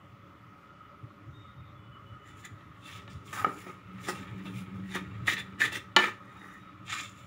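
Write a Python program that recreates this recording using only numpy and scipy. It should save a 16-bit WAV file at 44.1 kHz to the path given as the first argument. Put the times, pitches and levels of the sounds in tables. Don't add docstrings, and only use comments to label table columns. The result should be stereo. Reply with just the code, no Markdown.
import sys
import numpy as np
from scipy import signal
from scipy.fft import rfft, irfft
from scipy.io import wavfile
from scipy.ndimage import map_coordinates

SR = 44100
rng = np.random.default_rng(int(sys.argv[2]) if len(sys.argv) > 2 else 0)


def generate_wav(signal):
    frames = np.transpose(np.atleast_2d(signal))
    scaled = np.clip(frames, -1, 1) * 32767
    pcm = np.round(scaled).astype(np.int16)
    wavfile.write(sys.argv[1], SR, pcm)


N = 320166

# [f/Hz, density/dB per Hz]
ROOM_AIR = [(25, -22), (53, -14.5), (80, -14), (220, -18.5), (484, -32.5), (900, -26.5), (1670, -29.5),
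            (1900, -26), (3600, -40), (4300, -44.5), (7300, -51), (8500, -56), (13500, -55), (15300, -53)]
ROOM_AIR_DB = -59.5
# [f/Hz, width/Hz, level/dB before it wavers]
HOLLOW_BANDS = [(194, 52, -66.5), (300, 56, -64), (405, 56, -72), (567, 68, -69.5), (1133, 160, -65.5),
                (1272, 100, -59.5), (1405, 61, -68.5), (2040, 100, -76), (2360, 140, -85),
                (2960, 190, -80.5), (3414, 210, -81.5)]
# [t/s, level/dB]
RUMBLE_LEVEL = [(0.0, -54), (0.7, -61.5), (1.6, -55), (2.5, -57.5), (3.3, -52), (3.6, -57.5), (4.4, -49.5),
                (5.3, -45), (5.8, -53), (6.4, -59.5), (7.26, -52.5)]
# [t/s, peak level/dB]
THUMPS = [(.47, -51.5), (1.042, -40.5), (1.29, -44.5), (1.18, -65), (1.6, -42.5), (1.9, -48), (2.05, -48),
          (2.129, -46), (2.32, -50), (2.53, -43.5), (2.69, -46), (3.162, -41.5), (3.42, -41), (4.33, -44),
          (4.57, -45), (4.77, -64), (5.01, -71), (5.17, -47)]
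THUMP_RISE_S, THUMP_FALL_S = 0.037, 0.049
# [t/s, f/Hz of its loudest tone, level/dB before the gains of its harmonics]
MOTOR_COURSE = [(2.4, 182, -71), (3.0, 182, -59), (3.85, 184, -59), (3.95, 186, -48), (4.05, 186, -55.5),
                (4.2, 186, -42.5), (4.28, 187, -52), (4.36, 188, -45), (5.03, 189, -43.5),
                (5.09, 190, -51.5), (5.5, 190, -51), (5.9, 188, -59), (6.4, 188, -60), (7.26, 188, -62.5)]
# [multiple of turn rate, level/dB, waver as a share of amplitude]
MOTOR_ORDERS = [(2, 3, 0.44), (3, -11, 1.24), (4, -24.5, 2.2)]
# [start t/s, length/s, f/Hz, level/dB]
SQUEAK_PULSES = [(1.33, .05, 3690, -61), (1.39, .15, 3690, -63), (1.56, .06, 3690, -71),
                 (1.64, .09, 3690, -69), (1.64, .06, 3440, -68), (1.75, .12, 3430, -70),
                 (1.78, .04, 2960, -69), (1.83, .055, 2960, -65), (1.91, .085, 2960, -63),
                 (2.05, .12, 2960, -63), (2.19, .2, 2960, -65), (2.203, .2, 1990, -65),
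                 (6.36, .13, 3770, -68), (6.58, .16, 3770, -67), (6.38, .28, 5900, -77),
                 (6.42, .14, 6700, -80)]
KITCHEN_T60_S, KITCHEN_DB = 0.26, -12

# [t/s, pan ring level/dB, spoon ring level/dB, contact/ms]
KNOCKS = [(2.451, -61, -36, 0.057), (3.078, -39.5, -50, 0.11), (3.33, -32.5, -52.5, 0.13),
          (3.372, -70, -18, 0.39), (3.4445, -44, -17, 0.3), (3.4455, -23, -2, 0.22),
          (3.666, -16, -46, 1.05), (4.084, -12, -14, 0.47), (4.459, -37, -59, 0.37),
          (4.954, -8.5, -25, 1.33), (5.276, -26.5, -24, 0.1), (5.283, -26, -44, 0.073),
          (5.606, -27, -40, 0.085), (5.612, -21, -28, 0.97), (5.721, -23.5, -49.5, 0.49),
          (5.9635, -7.5, -30, 0.063), (5.9644, -4, -21, 0.078), (5.9695, -15, -27, 0.068),
          (5.9855, -13.5, -30, 0.15), (6.324, -59, -37, 0.25), (6.881, -44, -37, 0.047),
          (6.897, -47, -38, 0.045), (6.923, -42, -30.5, 0.036), (6.929, -59, -30, 0.033),
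          (7.193, -60, -48, 0.081)]
# [f/Hz, level/dB, t60/s]
PAN_MODES = [(180, -27, .15), (366, -15, .13), (520, -19, .08), (700, -6, .025), (855, -11, .05),
             (900, -8, .05), (1142, -15, .08), (1405, -11, .08), (1640, -12, .06), (1760, -7, .15),
             (1900, -4, .018), (2050, -15, .06), (2347, -15, .1), (2680, -5, .018), (2800, -9, .04),
             (2958, -1, .04), (3110, -18, .04), (3768, -8, .1), (4150, -19, .03), (4650, -25, .02),
             (5810, -20, .04), (6720, -14, .05), (7180, -24, .08)]
# [f/Hz, level/dB, t60/s]
SPOON_MODES = [(807, -17, .035), (1180, -7, .022), (1276, 0, .028), (1400, -8, .02), (1550, -14, .025),
               (1840, -13, .02), (2250, -6, .012), (3010, -16, .02)]
CRACK_DB, CRACK_T60_S = 6, 0.016

# [t/s at full, scrape level/dB, rise/s, hold/s, fall/s,
# then rim, powder hiss and pan body, each level/dB above the scrape]; rise and fall span 20 dB
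PUSHES = [(2.286, -56, 0.05, 0.0022, 0.08, -0.5, -8.5, 3), (2.404, -64, 0.067, .002, 0.058, 6.5, 3, -15),
          (2.452, -43.5, 0.02, .002, 0.027, -2.5, -6.5, -19), (2.878, -55, 0.079, 0.089, 0.1, 5.5, 2, 6.5),
          (3.1, -68, 0.019, 0.027, 0.12, 6.5, 11.5, -6), (3.26, -67, 0.018, 0.057, .1, 9, 12.5, 8),
          (3.33, -45.5, 0.0046, 0.077, 0.09, -2, 1, 15), (3.46, -46.5, 0.021, 0.005, 0.06, -9, -30, 8),
          (3.6, -56, 0.25, 0.0088, 0.09, 0.5, 4.5, 5), (3.682, -52.5, 0.065, .002, 0.11, -1.5, -3, 7.5),
          (4.05, -50, 0.068, 0.01, 0.07, 0, 4.5, 3), (4.088, -37.5, 0.02, .002, 0.051, -2, 5, 12),
          (4.15, -57, .05, 0.031, 0.13, 5.5, 6, 15.5), (4.462, -56.5, 0.042, .002, 0.077, 8, 2.5, 8),
          (4.57, -60, 0.13, 0.032, 0.074, 6.5, 5.5, -13),
          (4.385, -48.5, 0.053, 0.0085, 0.037, -11, -16, -1), (4.66, -61, 0.048, .01, 0.036, 2, -16, 7),
          (4.76, -63.5, 0.059, .01, 0.13, 2, -4, 14.5), (4.93, -44.5, 0.088, 0.011, .05, -3.5, -6, -8),
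          (4.951, -32.5, 0.0097, 0.0024, 0.048, -4.5, -6.5, 3),
          (5.282, -18.5, 0.006, .003, 0.022, -25, -22, -11.5),
          (5.275, -37, 0.016, 0.061, 0.028, 3.3, -1, 1.5), (5.385, -39.5, 0.041, 0.018, 0.026, 0, -7, -2.5),
          (5.616, -15.5, 0.012, 0.0035, 0.02, -21, -24, -27),
          (5.637, -23, 0.005, .002, 0.02, -20.5, -22, -17),
          (5.297, -31, .005, 0.0017, 0.017, -20, -20, -15),
          (5.605, -29.5, 0.013, 0.056, 0.036, -4.5, -7, -3.5),
          (5.722, -43, 0.006, 0.054, 0.028, 2.5, 1.5, -0.5),
          (5.744, -33.5, 0.031, 0.018, 0.019, -2.5, -6.5, -17),
          (5.986, -29, 0.0055, 0.054, 0.072, -6, -11.5, 2.5), (6.04, -37.5, 0.035, 0.035, 0.045, -5, -8, 7),
          (6.44, -54.5, 0.38, 0.1, 0.14, -27, -10, 9), (6.871, -58, 0.029, 0.024, 0.03, 7, 3, -10),
          (6.898, -37.5, 0.0076, 0.012, 0.036, -0.5, -4, 3),
          (6.926, -44, 0.015, 0.0073, 0.055, 10, 5.5, 12), (6.939, -47, 0.034, 0.071, 0.12, 5, 3.5, 7.5),
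          (7.184, -62, 0.065, .002, 0.24, 3.5, -2, -8)]
# [t/s, scrape level/dB]
DRAG = [(2.15, -100), (2.3, -69), (2.75, -69.5), (3.05, -68), (3.8, -67.5), (4.0, -59.5), (4.35, -58),
        (4.8, -66), (5.1, -61), (5.25, -60.5), (5.55, -62), (5.9, -68), (6.25, -66.5), (6.8, -68.5),
        (7.26, -88)]
DRAG_RIM_DB, DRAG_HISS_DB, DRAG_BODY_DB = -2, -11.5, 7.5
# [f/Hz, width/Hz, level/dB]
EDGE_HOLLOWS = [(1660, 120, -9.5), (1778, 150, -1.5), (1885, 203, 6), (1998, 120, -5), (2330, 200, -8),
                (2890, 160, -18.5), (3632, 115, -11)]
# [f/Hz, width/Hz, level/dB]
RIM_HOLLOWS = [(2205, 204, 3), (2375, 387, 8), (2682, 220, 7), (2910, 370, 6.5), (3218, 275, 5.5),
               (3484, 290, 5.5), (3780, 217, -3.5)]
# [f/Hz, width/Hz, level/dB]
BODY_HOLLOWS = [(328, 350, -2.5), (823, 280, -4.5), (1263, 180, 4.5), (1496, 260, -5.5)]
# [t/s, rim/dB per octave, body/dB per octave]
LEAN = [(2.2, 5.5, -1.5), (2.9, 4.5, 1.5), (3.2, 4.5, -7.5), (3.33, -6, 2.5), (3.43, -8, 3.5),
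        (3.47, -8.5, -9), (3.9, -12.5, -1.5), (4.1, 2, -1), (4.3, -17, -2.5), (4.47, -5.5, -3),
        (4.7, -18, -4.5), (4.95, 1, 0.5), (5.1, -22, -4), (5.3, 7, -1.5), (5.75, 7, -2.5), (6.0, -8, -2),
        (6.5, -15, 1.5), (6.95, -1.5, 15), (7.26, -2, 7)]
# [f/Hz, density/dB per Hz]
POWDER_COLOUR = [(2530, -14), (4300, -15), (5000, -10.5), (6500, -10.5), (7180, -3), (7900, -16),
                 (9000, -12), (10400, -13), (13700, -20.5), (14900, -19), (15600, -8)]
# [t/s, top level/dB, ring level/dB]
AIRINESS = [(2.2, 2.5, 11), (2.9, -1, -3.5), (3.1, -11, -7), (3.35, 1, -1), (4.1, -5, -4.5), (4.6, 1.5, -2),
            (5.0, -2.5, -2.5), (5.4, -1.8, -0.5), (5.75, -4, -6), (6.05, -5, -5), (6.5, 1, -2),
            (6.95, -10, 1.5), (7.26, 2, 7)]
RING_HZ, RING_WIDTH_HZ = 7120, 1450
GRIT_DB = -15

# [f/Hz, density/dB per Hz]
SIDE_HISS = [(18, -32), (30, -20), (187, -17.5), (400, -13), (481, -11), (924, -19), (1270, -5),
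             (1600, -21), (3000, -18), (15600, -36)]
SIDE_HISS_DB = -77
LOW_HZ, TOP_HZ = 66.5, 15620
CEILING = .95


def undb(db):
    return 10 ** (np.asarray(db) / 20)


def level(x, db):
    return x * undb(db) / np.sqrt(np.mean(x ** 2))


def noise():
    return rng.standard_normal(N)


def band(x, hz, width):
    return signal.lfilter(*signal.iirpeak(hz, hz / width, SR), x)


def steep_band(x, hz, width):
    return band(band(x, hz, width), hz, width)


def colour(x, table):
    hz, db = np.transpose(table)
    f = np.maximum(np.arange(N // 2 + 1) * SR / N, 1)
    gain = undb(np.interp(np.log(f), np.log(hz), db, left=-120))
    return irfft(rfft(x) * gain, N)


def curve(table):
    s, *columns = np.transpose(table)
    return [np.interp(np.arange(N) / SR, s, c) for c in columns]


def walk(rate):
    points = rng.standard_normal(4096)
    return map_coordinates(points, [np.arange(N) / SR * rate], order=3, mode="wrap")


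def swell(s, db, rise, hold, fall):
    t = np.arange(N) / SR - s
    return undb(db + 20 * np.minimum(0, np.minimum(t / rise, (hold - t) / fall)))


def patchy(x, centres, flicker_db, rate):
    spec, f = rfft(x), np.arange(N // 2 + 1) * SR / N
    out = 0
    for share in np.eye(len(centres)):
        part = irfft(spec * np.interp(f, centres, share), N)
        out = out + part * undb(flicker_db * walk(rate))
    return out


def room():
    thirds = 30 * 2 ** np.arange(0, 9.3, 1 / 3)
    air = patchy(level(colour(noise(), ROOM_AIR), ROOM_AIR_DB), thirds, flicker_db=1.7, rate=14)
    flutter_db, surge_db = 2.0, 1.8
    hollow = 0
    for hz, width, db in HOLLOW_BANDS:
        waver = undb(flutter_db * walk(14) + surge_db * walk(3.92))
        hollow = hollow + level(steep_band(noise(), hz, width), db) * waver
    rumble = level(steep_band(noise(), 108, 48), 0)
    surge = undb(curve(RUMBLE_LEVEL)[0] + surge_db * walk(8))
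    thumps = sum(swell(s, db, THUMP_RISE_S, 0, THUMP_FALL_S) for s, db in THUMPS)
    return air + hollow + rumble * (surge + thumps)


def motor():
    hz, db = curve(MOTOR_COURSE)
    turn = np.cumsum(np.pi * hz * (1 + .005 * walk(5)) / SR)
    tones = 0
    for k, order_db, waver in MOTOR_ORDERS:
        in_phase = (1 + waver * walk(45)) * np.sin(k * turn)
        across = waver * walk(45) * np.cos(k * turn)
        tones = tones + undb(order_db) * (in_phase + across)
    return undb(db) * tones


def squeaks():
    t, out = np.arange(N) / SR, 0
    for s, length, hz, db in SQUEAK_PULSES:
        gate = swell(s + .015, db, .03, .6 * length, .6 * length)
        waver = 1.1 * walk(90) + 2 * walk(12)
        out = out + gate * (1 + .35 * walk(40)) * np.sin(2 * np.pi * hz * t + waver)
    return out


def kitchen(x):
    t = np.arange(SR // 2) / SR
    fade = np.exp(-np.log(1000) * t / KITCHEN_T60_S)
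    tail = rng.standard_normal(len(t)) * fade * np.minimum(t / 0.006, 1)
    tail = signal.lfilter([1], [1, -.5], tail)
    return signal.fftconvolve(x, tail * undb(KITCHEN_DB) / np.linalg.norm(tail))[:N]


def ring(modes, spread_db):
    t = np.arange(SR // 3) / SR
    hz, db, t60 = np.transpose(modes)[:, :, None]
    sign = (-1) ** np.arange(len(hz))[:, None]
    gain = undb(db + spread_db * rng.uniform(-0.82, 1, hz.shape)) * sign
    fade = np.exp(-np.log(1000) * t / t60)
    y = np.sum(gain * np.sin(2 * np.pi * hz * t) * fade, axis=0)
    return y / np.sqrt(np.sum(undb(2 * db)))


def knocks():
    out = np.zeros(N + SR)
    for s, pan_db, spoon_db, contact_ms in KNOCKS:
        t = np.arange(256) / SR * 1000 / contact_ms
        push = t * np.exp(-2 * t)
        pan = undb(pan_db) * ring(PAN_MODES, spread_db=2.)
        body = pan + undb(spoon_db) * ring(SPOON_MODES, spread_db=1.5)
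        fade = np.exp(-np.log(1000) * np.arange(len(body)) / SR / CRACK_T60_S)
        crack_gain = undb(CRACK_DB) * np.hypot(undb(pan_db), undb(spoon_db - 21.0))
        crack = band(rng.standard_normal(len(body)), 3200, 1850) * fade * crack_gain
        blow = signal.fftconvolve(body + crack, push / push.sum())
        i = int(s * SR)
        out[i:i + len(blow)] += blow
    return signal.sosfilt(signal.butter(2, 220, "highpass", fs=SR, output="sos"), out[:N])


def grains(rate, spread_db):
    hits = rng.random(N) < rate / SR
    return hits * noise() * undb(spread_db * rng.exponential(size=N))


def hollows(x, modes, lean_db=0, drift_db=1.8, rate=20):
    middle = modes[len(modes) // 2][0]
    out = 0
    for hz, width, db in modes:
        share_db = db + lean_db * np.log2(hz / middle) + drift_db * walk(rate)
        out = out + undb(share_db) * level(steep_band(x, hz, width), 0)
    return out


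def stirring():
    gains = np.array([undb(curve(DRAG)[0])] + [swell(*push[:5]) for push in PUSHES])
    drag_db = (0.004, DRAG_RIM_DB, DRAG_HISS_DB, DRAG_BODY_DB)
    above_db = [drag_db] + [(0, *push[5:]) for push in PUSHES]
    return np.sqrt(undb(above_db).T ** 2 @ gains ** 2)


def powder_hiss():
    bands = np.arange(4, 16.5, .75) * 1000
    powder = colour(grains(rate=7000, spread_db=1.7), POWDER_COLOUR)
    uneven = undb(0.69 * walk(60))
    hiss = level(patchy(powder, bands, flicker_db=2.0, rate=22) * uneven, -1.76)
    flecks = colour(grains(rate=400, spread_db=2), POWDER_COLOUR)
    hiss = hiss + level(patchy(flecks, bands[::3], flicker_db=6, rate=250), GRIT_DB)
    top = colour(hiss, [(1, -60), (7500, -60), (9500, 0), (20000, 0)])
    narrow = band(hiss, RING_HZ, RING_WIDTH_HZ)
    top_db, ring_db = curve(AIRINESS)
    return hiss + (undb(top_db) - 1) * top + (undb(ring_db) - 1) * narrow


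def scrape():
    at_edge, at_rim, at_powder, at_body = stirring()
    crumbs = grains(rate=3000, spread_db=2.2)
    thuds = grains(rate=4000, spread_db=1.5)
    rim_lean, body_lean = curve(LEAN)
    judder = undb(2.0 * walk(70))
    pan = signal.fftconvolve(np.diff(crumbs, prepend=0), ring(PAN_MODES, spread_db=4))[:N]
    edge = level(hollows(crumbs, EDGE_HOLLOWS, drift_db=3.5), -1.8) + level(pan, -21)
    rim = level(hollows(crumbs, RIM_HOLLOWS, rim_lean), -1.0)
    body = level(hollows(thuds, BODY_HOLLOWS, body_lean), -5.5)
    return judder * (at_edge * edge + at_rim * rim + at_body * body) + at_powder * powder_hiss()


def scene():
    spoon = scrape() + knocks()
    mid = room() + motor() + squeaks() + kitchen(spoon) + spoon
    return np.array([mid, mid])


def record(dry):
    thin = signal.sosfilt(signal.butter(2, LOW_HZ, "highpass", fs=SR, output="sos"), dry)
    rounded = CEILING * np.tanh(thin / CEILING)
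    hiss = level(colour(noise(), SIDE_HISS), SIDE_HISS_DB) * np.array([[1], [-1]])
    top_cut = signal.ellip(12, .2, 90, TOP_HZ, fs=SR, output="sos")
    return signal.sosfilt(top_cut, rounded + hiss)


dry = scene()
out = record(dry)
generate_wav(out)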